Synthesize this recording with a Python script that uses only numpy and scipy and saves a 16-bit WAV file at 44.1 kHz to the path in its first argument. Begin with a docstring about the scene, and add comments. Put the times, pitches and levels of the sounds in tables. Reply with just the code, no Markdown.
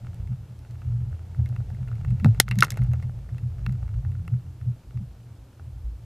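"""Debris of a large desert blast rains down around a small sealed camera on stony ground.
From the start a far rumble, the patter of distant fall-out and electronic hiss lie under soft thuds,
which are rocks shaking the stand through the soil, while sparse pebbles tick on the housing.
At 2.2 s a boulder lands beside the stand, and the hardest cracks follow until 2.7 s.
Then the hits thin out and the fall-out fades; modes ring each blow, shaped noise makes the rest."""
import sys
import numpy as np
from scipy import signal
from scipy.fft import rfft, irfft, next_fast_len
from scipy.io import wavfile

SR = 44100
rng = np.random.default_rng(int(sys.argv[2]) if len(sys.argv) > 2 else 0)


def store_pcm(level_fs):
    """Save levels as 16-bit WAV."""
    pcm = np.round(np.clip(level_fs, -1, 1) * 32767).astype(np.int16)
    wavfile.write(sys.argv[1], SR, np.atleast_2d(pcm).T)


N = 266805


def from_db(db):
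    """Logarithmic level: decibels to amplitude gain."""
    return 10 ** (np.asarray(db) / 20)


def rms_one(x):
    """Normalisation: scale to rms 1."""
    return x / np.sqrt(np.mean(x ** 2) + 1e-20)


def coloured(spectrum):
    """Spectral shaping: white noise filtered by a (Hz, dB) curve; rms 1."""
    hz, db = np.transpose(spectrum)
    size = next_fast_len(N)
    f = np.maximum(np.fft.rfftfreq(size, 1 / SR), 1)
    gain = from_db(np.interp(np.log(f), np.log(hz), db))
    return rms_one(irfft(rfft(rng.standard_normal(size)) * gain, size)[:N])


def drift(corner_hz):
    """Slow random modulation: noise low-passed by two equal poles at corner_hz; rms 1."""
    step = 40   # samples between control points
    r = np.exp(-2 * np.pi * corner_hz * step / SR)
    settling = 2000   # control points dropped while the filter settles
    noise = rng.standard_normal(N // step + settling + 2)
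    slow = signal.lfilter([1], [1, -2 * r, r * r], noise)[settling:]
    return np.interp(np.arange(N) / step, np.arange(len(slow)), rms_one(slow))


def ring(x, hz, t60):
    """Modal resonance: a unit click sets a decaying sine of height 1 ringing."""
    r, w = from_db(-60 / (t60 * SR)), 2 * np.pi * hz / SR
    return signal.lfilter([0, np.sin(w)], [1, -2 * r * np.cos(w), r * r], x + 1e-18)


def low_pass(x, corner_hz):
    """First-order damping: one pole dulls the sound above corner_hz."""
    return signal.lfilter([1], [1, -np.exp(-2 * np.pi * corner_hz / SR)], x)


def favoured(level_db, centre, octaves, below_db, above_db):
    """Selective excitation: the part nearest the favoured pitch gets level_db, the others lose dB per octave."""
    off = np.asarray(octaves) - centre
    loss_db = np.where(off < 0, -below_db * off, above_db * off)
    return level_db - loss_db + loss_db.min()


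# electronic hiss, equal in both channels: pitch_hz [Hz], density_db [relative dB per Hz]
HISS_SPECTRUM = [(150, -30.5), (250, 0), (353, -6), (398, -9), (490, -10), (1610, -21), (1920, -24.5),
                 (2620, -24), (15500, -33)]
# electronic hiss, opposite in sign between the channels: pitch_hz [Hz], density_db [relative dB per Hz]
SIDE_HISS_SPECTRUM = [(150, -44.5), (250, -20), (353, -8), (1380, -15), (1790, -11), (3330, -5),
                      (12000, -7.5), (15500, -16)]
HISS_DB, SIDE_HISS_DB = -60, -76   # rms levels


def hiss():
    """Stationary electronic noise: a common part plus a part of opposite sign in left and right."""
    common = from_db(HISS_DB) * coloured(HISS_SPECTRUM)
    side = from_db(SIDE_HISS_DB) * coloured(SIDE_HISS_SPECTRUM)
    return common + side * [[1], [-1]]


# course of the fall-out all over the plain: start_s [s],
# rumble_db [dB, before the trim below], patter_db [dB, before the trim below]
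FALLOUT = [(0.0, -31.5, -56.5), (0.4, -29.5, -63), (0.52, -44.5, -62), (0.79, -35, -60), (1.01, -23, -60.5),
           (1.18, -35, -59.5), (2.31, -20, -55.5), (2.48, -25.5, -58), (2.61, -33, -51.5),
           (2.899, -22.5, -56.5), (3.169, -30, -59.5), (3.689, -28.5, -59.5), (3.84, -25, -59),
           (4.21, -24.5, -63), (4.38, -33.5, -63.5), (5.171, -41, -64.5), (5.63, -41, -66.5),
           (6.05, -35, -67.5)]
RUMBLE_TRIM_DB, PATTER_TRIM_DB = -5, 1.5


def fallout_levels():
    """Level envelopes: the rumble and patter follow straight lines in dB between the table's moments."""
    start_s, rumble_db, patter_db = np.transpose(FALLOUT)
    t = np.arange(N) / SR
    rumble_db = np.interp(t, start_s, rumble_db) + RUMBLE_TRIM_DB
    patter_db = np.interp(t, start_s, patter_db) + PATTER_TRIM_DB
    return rumble_db, patter_db


# resonances of the rumble: pitch_hz [Hz], width_hz [Hz, of each of two resonators in a row],
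# level_db [dB, relative]
RUMBLE_MODES = [(30.2, 20, -14.5), (55.2, 7.3, -3.5), (88.3, 14, 0.5), (118.94, 14, 3.5),
                (167.5, 6.1, -12.5), (211, 17, -24)]
RUMBLE_SWELL_DB, RUMBLE_SWELL_HZ = 1.74, 4   # rms depth and corner of the slow swells


def rumble(level_db):
    """Resonance under random excitation: countless far landings keep the same modes humming."""
    out = np.zeros(N)
    for hz, width_hz, db in RUMBLE_MODES:
        t60 = np.log(1000) / (np.pi * width_hz)
        hum = ring(ring(rng.standard_normal(N), hz, t60), hz, t60)
        swell_db = RUMBLE_SWELL_DB * drift(RUMBLE_SWELL_HZ)   # each resonance swells on its own
        out += from_db(db + swell_db) * rms_one(hum)
    return from_db(level_db) * rms_one(out)


# spectrum of the patter: pitch_hz [Hz], density_db [relative dB per Hz]
PATTER_SPECTRUM = [(110, -28.5), (180, 7), (268, -18.5), (374, -8.5), (513, -9.5), (556, -11), (881, -11.5),
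                   (1140, -32), (1510, -22.5), (8000, -34.5), (10400, -64), (17600, -120)]


def patter(level_db):
    """Superposition of many impacts: distant fall-out merges into coloured noise of fluttering level."""
    flutter_db = drift(9.6)   # 1 dB rms
    return from_db(level_db + flutter_db) * coloured(PATTER_SPECTRUM)


# housing parts, each: low_hz [Hz], high_hz [Hz], bare_db [dB, contact noise against the modes],
# list of modes: pitch_hz [Hz], level_db [dB, relative], t60_s [s]
BODY = (910, 1950, -7, [(1310, -8.5, .015), (1421, -0.5, 0.013), (1750, -3, 0.0078)])
SHELL = (1600, 4200, 9, [(2170, -4.5, 0.0098), (2700, -9, .015)])
CRACK = (2800, 13000, 12, [(4360, -21.5, 0.0083), (5600, -19, 0.015), (6600, -19, 0.02), (7700, -22, 0.02)])
KNOCK = (220, 1100, 12, [(505, -13.5, .012), (800, -8.5, .012)])   # the whole housing rocking
GRIT_PER_S, GRIT_DB = 180, -10.5   # mean rate, level against the patter


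def grit(level_db):
    """Poisson excitation: random faint grains of all sizes tickle the housing modes."""
    size_db = 4 * np.minimum(rng.exponential(1, N), 4)
    lands = rng.random(N) < GRIT_PER_S / SR
    grains = from_db(size_db) * lands * rng.standard_normal(N)
    out = np.zeros(N)
    for hz, db, t60 in BODY[3] + SHELL[3] + CRACK[3]:
        out += from_db(db) * ring(grains, hz, t60)
    return from_db(level_db + GRIT_DB) * rms_one(out)


# modes of the stand on the soil, one list a group: pitch_hz [Hz], share_db [dB], delay_s [s],
# rise_s [s, before the soil's stretch]; the first group is the main sway
STAND_MODES = [
    [(122.58, -0.65, 0.0026, .028)],
    [(56.15, -4.5, 0.0087, .032)],
    [(83.6, -2.23, 0.0021, 0.033)],
    [(145, -5, .018, 0.031), (183.5, -3, .019, .013), (198.7, -5.5, .02, 0.013),
     (231, -17.5, 0.051, 0.0032)],
]
# rocks landing in the soil: start_s [s], level_db [dB, of the strongest group before its modes' shares],
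# favoured_pitch [octaves from the main sway; heavy far rocks lie low]
ROCKS = [(0.003, -45, 0.43), (0.177, -24.5, -0.89), (0.233, -29.5, -0.48), (0.285, -20, 0.079),
         (0.478, -33.5, 0.099), (0.564, -33, -0.79), (0.676, -32, -0.07), (0.718, -34, -0.39),
         (0.848, -24, -0.3), (0.908, -26.5, 0.012), (0.982, -25.5, -0.29), (1.045, -25.5, -0.18),
         (1.098, -24, -.5), (1.183, -33, -0.65), (1.277, -29.5, -.4), (1.369, -17, -0.26),
         (1.42, -24.5, -0.23), (1.484, -22, -0.16), (1.568, -23.5, -0.19), (1.628, -28, -1.3),
         (1.706, -29.5, 0.14), (1.787, -21.5, -0.014), (1.891, -33, -.33), (1.986, -25.5, -0.14),
         (2.053, -18, -0.084), (2.094, -17.5, 0.13), (2.187, -37, -0.83), (2.202, -23.5, .45),
         (2.384, -16, -0.039), (2.427, -23.5, 0.1), (2.49, -19.5, 0.15), (2.55, -17.5, 0.27),
         (2.599, -34, .3), (2.7, -26.5, 0.13), (2.781, -12.5, 0.04), (2.788, -18.5, -1.2),
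         (2.871, -18, -0.25), (2.96, -28, -0.082), (3.024, -22, -.05), (3.078, -27.5, 0.063),
         (3.141, -36.5, -1.1), (3.302, -29, -0.23), (3.412, -22, -0.16), (3.497, -35.5, -.55),
         (3.6, -28, -0.84), (3.658, -20.5, 0.2), (3.713, -26, 0.064), (3.808, -23, -0.86),
         (3.931, -19, -1.24), (4.036, -22, -0.37), (4.086, -28, -0.013), (4.209, -31, -0.17),
         (4.305, -14, -0.049), (4.452, -35.5, -0.21), (4.597, -29.5, -0.3), (4.654, -17, 0.0087),
         (4.845, -33, -1.2), (4.937, -22.5, -0.17), (4.981, -26, 0.2), (5.041, -34, -1.2),
         (5.29, -38.5, -0.2), (5.371, -35.5, -1.1), (5.596, -32, -0.46), (5.648, -33.5, -0.28),
         (5.711, -29.5, -0.95), (5.763, -34, -0.36), (5.826, -19, -1.15), (5.898, -29, -1.54)]
THUD_FALL_DB_OCT = 31.5   # loss of groups away from the favoured pitch
SOIL_STRETCH = 1.02   # factor on every rise


def thuds():
    """Dispersion in the soil spreads each blow: modes swell and die as (t / rise)^2 exp(-2 t / rise)."""
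    out = np.zeros(N + SR)
    sway_hz = STAND_MODES[0][0][0]
    octaves = [np.log2(np.mean([m[0] for m in modes]) / sway_hz) for modes in STAND_MODES]
    for start_s, rock_db, centre in ROCKS:
        at = round(start_s * SR)
        levels_db = favoured(rock_db, centre, octaves, THUD_FALL_DB_OCT, THUD_FALL_DB_OCT)
        for modes, level_db in zip(STAND_MODES, levels_db):
            for hz, share_db, delay_s, rise_s in modes:
                t = np.maximum(np.arange(SR // 3) / SR - delay_s, 0)
                u = t / (rise_s * SOIL_STRETCH)
                swell = (u * np.exp(1 - u)) ** 2   # peaks at 1
                out[at:at + len(t)] += from_db(level_db + share_db) * swell * np.sin(2 * np.pi * hz * t)
    return out[:N]


# a heavy rock landing right beside the stand: start_s [s], level_db [dB, before the modes' shares]
BOULDER_HIT = (2.246, -7.5)
# modes its jolt rings: pitch_hz [Hz], share_db [dB], delay_s [s], rise_s [s]
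JOLT_MODES = [(109.3, -2.5, .012, 0.023), (147, -3, 0.001, 0.011), (216, -6, 0.001, 0.0087),
              (244, -15.5, .001, 0.009)]


def boulder():
    """Near-field impact: high modes jump up at once, the main sway follows and rings on, as u exp(-u)."""
    start_s, level_db = BOULDER_HIT
    out = np.zeros(N)
    for hz, share_db, delay_s, rise_s in JOLT_MODES:
        t = np.maximum(np.arange(N) / SR - start_s - delay_s, 0)
        u = t / rise_s
        out += from_db(level_db + share_db) * u * np.exp(1 - u) * np.sin(2 * np.pi * hz * t)
    return out


# small pebbles at random moments: row levels start at STRAY_DB over the patter and only go up
STRAYS, STRAY_DB, STRAY_SPREAD_DB = 16, 5, 3
STRAY_FALL_DB_OCT, STRAY_TAIL_DB = 8, -21


def strays(patter_db):
    """Rate-modulated chance: pebble rows come oftener and louder while the patter is strong."""
    when, size, pitch = rng.random((STRAYS, 3)).T
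    share = np.cumsum(from_db(patter_db))
    at = np.minimum(np.searchsorted(share / share[-1], when), N - 1)
    level_db = patter_db[at] + STRAY_DB - STRAY_SPREAD_DB * np.log(1 - 0.9 * size)
    centre = 1.8 * pitch - 0.6
    fall_db, tail_db = np.full(STRAYS, STRAY_FALL_DB_OCT), np.full(STRAYS, STRAY_TAIL_DB)
    return list(zip(at / SR, level_db, centre, fall_db, tail_db))


# pebbles on the housing: start_s [s], level_db [dB, before HIT_TRIM_DB],
# favoured_pitch [octaves from the body; small hard chips lie high],
# fall_db [dB per octave, loss of the other parts], tail_db [dB, loose grit against the chatter]
PEBBLE_HITS = [(0.145, -54.5, 9, 5, -15), (0.5914, -58.5, 6, 8, -24), (0.709, -56, 3, 5.7, 1),
               (0.818, -47.5, 0.1, 8, -14), (1.3466, -48.5, 0.15, 11, -22), (1.3957, -54, -1.2, 12, -31),
               (1.4596, -44, 1.2, 14, -14), (1.49, -54, 2.5, 17, -26), (1.526, -53, -.5, 7, -30),
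               (1.563, -42.5, 0.36, 11, -28), (1.6037, -52, -0.7, 14, -27), (1.7, -60, 9, 3, 4),
               (1.7474, -53.5, 1.1, 9, -16), (1.915, -42.5, -0.06, 14, -36), (1.955, -54.5, 0.8, 5.4, -22),
               (2.0482, -40.5, 0.2, 8, -27), (2.0807, -53, 0.9, 9, -4), (2.106, -49.5, 1.1, 5, -21),
               (2.199, -46, 0.5, 7.8, -9), (2.2458, -25.5, 0.44, 9, -42), (2.259, -32.5, -1, 6, -18),
               (2.264, -51, 8, 11, -15), (2.285, -52, 0.5, 3, -25), (2.353, -69, 0.5, 5, -20),
               (2.4002, 4, 2.46, 6, -18), (2.4815, -31, .4, 16, -37), (2.4885, -41, 3, 4, -27),
               (2.512, -23, 0.97, 10.8, -9.5), (2.5566, -47, 1.4, 5.6, -19), (2.588, -27.5, 1.7, 10, -12),
               (2.6072, -20.5, 8, 15, -22), (2.6243, -0.5, 0.29, 21, -20), (2.6328, -23, 1.9, 5, -22),
               (2.6366, -16, 0.26, 22, -16), (2.6444, -30, 5, 7.4, -7), (2.6482, -31.5, 1.8, 5, -22),
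               (2.6816, -40, 0.25, 10, -13), (2.7052, -27.5, 7, 20, -12.5), (2.72, -36, 1.5, 13, -11),
               (2.742, -46, 1, 5.4, -24), (2.7726, -38, 0.5, 4, -8.5), (2.791, -47, -0.3, 11, -27),
               (2.838, -52.5, 9.5, 8.5, -22), (2.9347, -43.5, 0.5, 3.3, -11.5),
               (3.0254, -46, 0.86, 5.5, 1.5), (3.0953, -50.5, -0.5, 8, -26), (3.2904, -49.5, 0, 6.4, -22),
               (3.3822, -46.5, 1.05, 7.5, -12), (3.6639, -30.5, 0.5, 13, -30), (3.7244, -51.5, 2, 3, -16),
               (3.828, -49.5, -0.5, 9.8, -15.5), (4.0494, -46.5, -0.1, 10, -21), (4.1515, -50, 0, 8, -19),
               (4.2786, -40.5, 0.5, 8.9, -31), (4.613, -51.5, 0.3, 9.4, -21.5),
               (4.9736, -51.5, 0.46, 9, -17), (5.5963, -49.5, -0.43, 11, -21)]
HIT_TRIM_DB, MODE_TRIM_DB = -4, -7.5   # on every part, on every mode before the contact noise joins
FIRST_TOUCH_DB = 17.5   # one sharp click, over the chatter
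RATTLE_S, RATTLE_DB_PER_DOUBLING = 0.0013, 59.5   # chatter of a row at -31 dB, longer for strong hits
TAIL_T60_S, TAIL_DULL_HZ = 0.054, 3180   # loose grit trickles off after a hit, duller than the hit
CONTACT_HZ = 8000   # stone on plastic is not perfectly hard: the treble falls off
KNOCK_LIFT_DB = 9   # every hit also rocks the whole housing


def contact(level_db, tail_db):
    """Contact force: a pebble clicks, chatters for a few ms, and grit trickles after."""
    t = np.arange(4000) / SR
    chatter, trickle = rng.standard_normal((2, len(t)))
    rattle_s = RATTLE_S * 2 ** ((level_db + 31) / RATTLE_DB_PER_DOUBLING)
    force = chatter * np.exp(-(t / rattle_s) ** 2)
    force += rms_one(low_pass(trickle, TAIL_DULL_HZ)) * from_db(tail_db - 60 * t / TAIL_T60_S)
    force[0] = from_db(FIRST_TOUCH_DB)
    return low_pass(force, CONTACT_HZ)


def pebbles(rows):
    """Forced modal response: each housing part passes the contact force and rings with it."""
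    out = np.zeros(N + SR)
    parts = BODY, SHELL, CRACK, KNOCK
    octaves = [np.log2(p[0] * p[1] / (BODY[0] * BODY[1])) / 2 for p in parts]   # of the band centres
    for start_s, hit_db, centre, fall_db, tail_db in rows:
        force = contact(hit_db, tail_db)
        at = round(start_s * SR)
        levels_db = favoured(hit_db, centre, octaves, fall_db, fall_db) + [0, 0, 0, KNOCK_LIFT_DB]
        for (low_hz, high_hz, bare_db, modes), level_db in zip(parts, levels_db):
            sound = from_db(bare_db) * force
            for hz, db, t60 in modes:
                luck_db = 2 * rng.standard_normal()   # every spot strikes the modes differently
                sound = sound + from_db(db + luck_db + MODE_TRIM_DB) * ring(force, hz, t60)
            band = signal.butter(2, [low_hz, high_hz], "band", fs=SR, output="sos")
            part = signal.sosfilt(band, sound)
            first = part[:SR // 200]   # level is set by the first 5 ms
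            gain = from_db(level_db + HIT_TRIM_DB) / np.sqrt(np.mean(first ** 2))
            out[at:at + len(part)] += gain * part
    return out[:N]


def scene():
    """Linear superposition: one microphone hears it all; only part of the hiss differs by channel."""
    rumble_db, patter_db = fallout_levels()
    background = rumble(rumble_db) + patter(patter_db) + grit(patter_db)
    blows = thuds() + boulder() + pebbles(PEBBLE_HITS + strays(patter_db))
    return background + blows + hiss()


LIMIT_DB, RELEASE_DB_S, ATTACK_S = -0.5, 249, 0.01
CLIP = 0.92   # ceiling of the rounding, full scale is 1
CUTOFF_HZ = 16000   # stop-band edge


def record(dry):
    """Gain reduction and saturation: a limiter ducks after the loudest blows, peaks round, the top is cut."""
    ramp = RELEASE_DB_S * np.arange(N) / SR
    over_db = np.maximum(20 * np.log10(np.abs(dry).max(axis=0) + 1e-9) - LIMIT_DB, 0)
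    held_db = np.maximum.accumulate(over_db + ramp) - ramp   # falls at the release rate
    r = np.exp(-1 / (ATTACK_S * SR))   # the slow attack lets the first crack through
    duck_db = signal.lfilter([1 - r], [1, -r], held_db)
    rounded = CLIP * np.tanh(dry * from_db(-duck_db) / CLIP)
    return signal.sosfilt(signal.cheby2(16, 95, CUTOFF_HZ, fs=SR, output="sos"), rounded)


dry = scene()
out = record(dry)
store_pcm(out)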